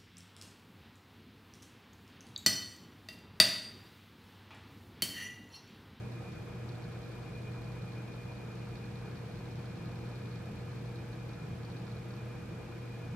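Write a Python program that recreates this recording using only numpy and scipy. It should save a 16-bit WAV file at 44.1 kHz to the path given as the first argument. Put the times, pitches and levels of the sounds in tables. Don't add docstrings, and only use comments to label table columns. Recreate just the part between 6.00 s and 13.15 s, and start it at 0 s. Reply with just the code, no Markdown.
import sys
import numpy as np
from scipy import signal
from scipy.fft import rfft, irfft
from scipy.io import wavfile

SR = 44100
rng = np.random.default_rng(int(sys.argv[2]) if len(sys.argv) > 2 else 0)


def digitize_waveform(pressure):
    field = np.atleast_2d(pressure).T
    bounded = np.clip(field, -1, 1)
    quanta = np.round(bounded * 32767).astype(np.int16)
    wavfile.write(sys.argv[1], SR, quanta)


N = 315315
T = np.arange(N) / SR
FREQS = np.fft.rfftfreq(N, 1 / SR)
LEFT_RIGHT = np.array([[1], [-1]])

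MAINS_HZ = 60
# multiple of the mains frequency, level in dB.
HUM_HARMONICS = [(1, -66), (2, -45), (6, -69.5), (7, -73), (8, -58), (10, -68.5)]
# time in seconds, change in dB before waver_share.
HUM_WAVER = [(0.0, 2), (0.12, 3), (0.33, -4), (0.7, 2), (1.25, -2), (1.42, 2), (1.77, 2), (2.1, 0),
             (2.35, -3), (2.7, 0), (3.2, -2), (4.08, 1), (4.55, -4), (4.95, 3.5), (5.25, -2), (6.0, 0.7),
             (6.3, 1.8), (6.58, -4), (7.15, 3.5)]
# frequency in Hz, level in dB before flutter.
MOTOR_TONES = [(29.9, -79), (53.6, -63.5), (90.3, -64.5), (330.5, -67.5), (362, -73.5), (665.2, -72.5),
               (1049, -81), (1230.5, -74.5), (1692, -76), (2341, -84), (2511, -80.5)]

# time in seconds, level in dB before the left-right offset.
WHINE_LEVEL_DB = [(0.0, -65.5), (0.3, -64.5), (0.85, -68.5), (1.4, -62), (1.85, -62.5), (2.35, -62),
                  (3.3, -69.5), (3.9, -66), (4.45, -65.5), (4.85, -70), (5.2, -65), (5.95, -68),
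                  (6.6, -64.5), (7.15, -63.5)]
# time in seconds, lower tone in Hz before jitter, distance to the upper in Hz.
WHINE_PITCH_HZ = [(0, 2426, 9.31), (1.1, 2428.2, 9.05), (1.8, 2427.1, 9.71), (2.5, 2425.8, 9.41),
                  (3.1, 2425, 8.84), (3.7, 2424.6, 9.66), (4.3, 2423.5, 9.21), (5.1, 2424.9, 9.49),
                  (5.7, 2426.9, 8.89), (6.4, 2427.6, 9.4), (7.15, 2429.3, 9.52)]
WHINE_UPPER_GAIN, WHINE_PAN_DB, WHINE_LEFT_LEAD_RAD = .75, 2.2, .42
FIRST_BEAT_S = .058

# seconds into the cycle, dB relative to the bout.
CYCLE_STEPS = [(0, 4.5), (.0145, 0.5), (.0335, 0.5), (.0575, -3.5), (.1005, 2.5), (.114, -1.5), (.133, -4),
               (.1575, 1.5)]
# first second, end in seconds, dB relative to tick_db.
FOCUS_BOUTS = [(.119, .37, -4), (0.918, 2.41, -4), (2.555, 5.05, -2.5)]
# time in seconds, dB relative to tick_db.
SINGLE_STEPS = [(0.688, 4.5), (.692, 0), (.720, 2), (.7535, -1), (.822, 3), (.840, 1), (5.132, 0),
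                (5.198, 1), (5.293, 2), (5.332, 1), (5.399, 0), (5.467, 1), (5.632, 1), (5.650, 1),
                (5.700, 3), (5.717, 0), (5.767, 4), (5.800, -1), (5.817, -2), (5.867, 2), (5.873, -1),
                (5.900, 2), (5.916, -1), (5.966, 3), (6.106, 0), (6.138, 1), (6.166, 4)]
# frequency in Hz, width in Hz, relative dB, left lead in radians.
BODY_MODES = [(3760, 260, -2, -1.5), (4150, 87, 7, 2.5), (4430, 270, -1.5, 0.73), (4860, 340, -9, -2.5),
              (5290, 170, -5.5, 1.5), (5830, 250, -10, 3)]
FOCUS_CYCLE_S, STRAYS_FROM_S, STRAYS_UNTIL_S = .2002, 0.87, 6.15

# start in seconds, initial level in dB.
KNOCKS = [(5.868, -53), (5.897, -56), (6.106, -54.5)]

# frequency in Hz, dB per Hz before trim and swell.
RUMBLE_SPECTRUM = [(18, -102), (38, -84.5), (54, -75.5), (66, -78), (100, -69), (135, -69.5), (172, -67),
                   (190, -70), (208, -68.5), (228, -78), (290, -78.5), (342, -76.5), (405, -83.5),
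                   (428, -79.5), (462, -78), (495, -84.5), (525, -81.5), (570, -87.5)]
# frequency in Hz, dB per Hz before trim and flicker.
HISS_SPECTRUM = [(690, -86.5), (730, -86), (810, -86.5), (900, -89.5), (980, -88.5), (1130, -91.5),
                 (1350, -90.3), (1580, -91), (1700, -90.5), (1810, -94.5), (2110, -95.5), (2260, -92),
                 (2480, -94), (2750, -98.5), (3500, -101.3), (4700, -105), (6300, -108.6), (9000, -113.1),
                 (11500, -116.7), (12700, -120), (13400, -129.5)]
# frequency in Hz, dB per Hz before trim.
SIDE_SPECTRUM = [(18, -113), (60, -98), (130, -87), (220, -83), (460, -84), (550, -89.5), (1100, -93),
                 (2200, -99), (2420, -97.5), (2700, -101), (4000, -103), (6500, -109), (12500, -118.8),
                 (13400, -131.5)]
# time in seconds, change in dB before swell_share.
RUMBLE_SWELL = [(0, -1), (0.55, 0.5), (1.23, -2), (1.5, 1.5), (2.4, -1.7), (3.15, 0), (3.45, 1), (4, 1),
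                (4.5, 0), (4.97, 0.5), (5.3, 0), (5.6, 2), (6.1, -1), (6.5, 0.8), (6.85, -5), (7.15, 3)]
TOP_HZ = 13400


def undb(db):
    return 10 ** (np.asarray(db) / 20)


def walk(edge_hz):
    drift = irfft(rfft(rng.standard_normal(N)) * np.exp(-(FREQS / edge_hz) ** 2), N)
    return drift / np.sqrt(np.mean(drift ** 2))


def curve(points):
    return np.interp(T, *np.transpose(points))


def noise(points):
    hz, db = np.transpose(points)
    gain = undb(np.interp(np.log(FREQS + 1), np.log(hz), db))
    return irfft(rfft(rng.standard_normal(N)) * gain, N) * np.sqrt(SR / 2)


def tone(hz, left_lead_rad=0):
    phase = 2 * np.pi * (np.cumsum(hz * np.ones(N)) / SR + rng.random())
    return np.sqrt(2) * np.cos(phase + LEFT_RIGHT * left_lead_rad / 2)


def resonance(hz, width_hz):
    return 1j * FREQS * width_hz / (hz ** 2 - FREQS ** 2 + 1j * FREQS * width_hz)


def mains_hum(waver_share=0.8):
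    hum = 0
    for multiple, db in HUM_HARMONICS:
        if multiple == 2:
            db = db + waver_share * curve(HUM_WAVER)
        hum = hum + undb(db) * tone(multiple * MAINS_HZ)
    return hum


def appliance(slip=0.0008, smear=0.0024, flutter_db=3.2):
    speed = 1 + slip * walk(6.1)
    motor = 0
    for hz, db in MOTOR_TONES:
        level = undb(db + flutter_db * walk(14.0))
        blur = (hz > 1000) * smear * walk(15.5)
        motor = motor + level * tone(hz * (speed + blur))
    return motor


def whine(jitter_hz=1.46, flutter_db=2.1):
    times, lower_hz, apart_hz = np.transpose(WHINE_PITCH_HZ)
    hz = np.interp(T, times, lower_hz) + jitter_hz * walk(19.7)
    beat_cycles = np.cumsum(np.interp(T, times, apart_hz)) / SR - apart_hz[0] * FIRST_BEAT_S
    lower = np.exp(2j * np.pi * np.cumsum(hz) / SR + .5j * WHINE_LEFT_LEAD_RAD * LEFT_RIGHT)
    upper = lower * np.exp(2j * np.pi * beat_cycles)
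    lower = lower * undb(flutter_db * walk(36.0))
    upper = WHINE_UPPER_GAIN * upper * undb(flutter_db * walk(9.7))
    pair = (lower + upper).real
    db = curve(WHINE_LEVEL_DB) + LEFT_RIGHT * WHINE_PAN_DB / 2
    return pair / np.std(pair) * undb(db)


def lens(tick_db=-56, snap_s=0.0018, ring_s=0.013, ring_db=-9, scatter_db=0.8, idle_db=-17, click_db=-14):
    grit = np.sign(rng.standard_normal(N))
    energy = np.zeros(N)
    for s, db in focus_steps():
        sample = int(np.clip(s * SR, 0, N - 1))
        energy[sample] += undb(db + scatter_db * rng.standard_normal()) ** 2

    def fade(decay_s):
        return signal.lfilter([1], [1, -np.exp(-2 / (decay_s * SR))], energy)

    snap = fade(snap_s)
    power = snap + undb(ring_db) ** 2 * fade(ring_s) + undb(idle_db) ** 2

    body = 0
    for hz, width_hz, db, lead_rad in BODY_MODES:
        body = body + undb(db) * np.exp(.5j * lead_rad * LEFT_RIGHT) * resonance(hz, width_hz)
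    body = body / (1 + ((FREQS - 4700) / 1500) ** 6)
    body = body / np.sqrt(np.mean(np.abs(body) ** 2))
    ticks = irfft(rfft(grit * np.sqrt(power)) * body, N)

    click_noise = rng.standard_normal((2, N)) * np.sqrt(snap)
    click = irfft(rfft(click_noise) * resonance(hz=5950, width_hz=5500) ** 2, N)
    return undb(tick_db) * (ticks + 2 * undb(click_db) * click)


def focus_steps(stray_db=-5, stray_spread_db=4, count=50):
    steps = list(SINGLE_STEPS)
    for first_s, until_s, bout_db in FOCUS_BOUTS:
        for start_s in np.arange(first_s, until_s, FOCUS_CYCLE_S):
            for offset_s, db in CYCLE_STEPS:
                if start_s + offset_s < until_s:
                    steps.append((start_s + offset_s, bout_db + db))
    for when, size in rng.random((count, 2)):
        s = STRAYS_FROM_S + when * (STRAYS_UNTIL_S - STRAYS_FROM_S)
        steps.append((s, stray_db + stray_spread_db * (2 * size - 1)))
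    return steps


def knocks(hz=1400, width_hz=350, decay_s=0.0059):
    envelope = sum(undb(db) * (T >= s) * np.exp(-np.abs(T - s) / decay_s) for s, db in KNOCKS)
    ring = irfft(rfft(rng.standard_normal(N)) * resonance(hz, width_hz) ** 2, N)
    return envelope * ring / np.std(ring)


def electronics(level_db=-80, fizz_db=-5, depth=0.78, whistle_hz=13007, frame_hz=30):
    throb = 1 + depth * np.cos(2 * np.pi * frame_hz * T + np.pi * 2 / 3)
    whistle = tone(whistle_hz, left_lead_rad=2.0) * throb
    fizz = undb(fizz_db) * walk(70) * tone(whistle_hz, left_lead_rad=1.9)
    return undb(level_db) * (whistle + fizz)


def room_air(mid_trim_db=0.76, side_trim_db=0.5, swell_share=1.0, flicker_db=2.02):
    mid = noise(list(RUMBLE_SPECTRUM) + list(HISS_SPECTRUM))
    spectrum = rfft(mid)
    low = irfft(spectrum / (1 + (FREQS / 230) ** 8), N)
    mid = mid + low * (undb(swell_share * curve(RUMBLE_SWELL)) - 1)
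    for hz in 500 * np.sqrt(2) ** np.arange(4):
        band = irfft(spectrum * np.exp(-((FREQS / hz - 1) * 5) ** 2), N)
        mid = mid + band * (undb(flicker_db * walk(43)) - 1)
    side = undb(side_trim_db) * noise(SIDE_SPECTRUM)
    return undb(mid_trim_db) * mid + LEFT_RIGHT * side


def scene():
    return mains_hum() + appliance() + whine() + lens() + knocks() + electronics() + room_air()


def record(dry):
    low_pass = signal.ellip(10, .1, 70, TOP_HZ, fs=SR, output="sos")
    return signal.sosfilt(low_pass, dry)


dry = scene()
out = record(dry)
digitize_waveform(out)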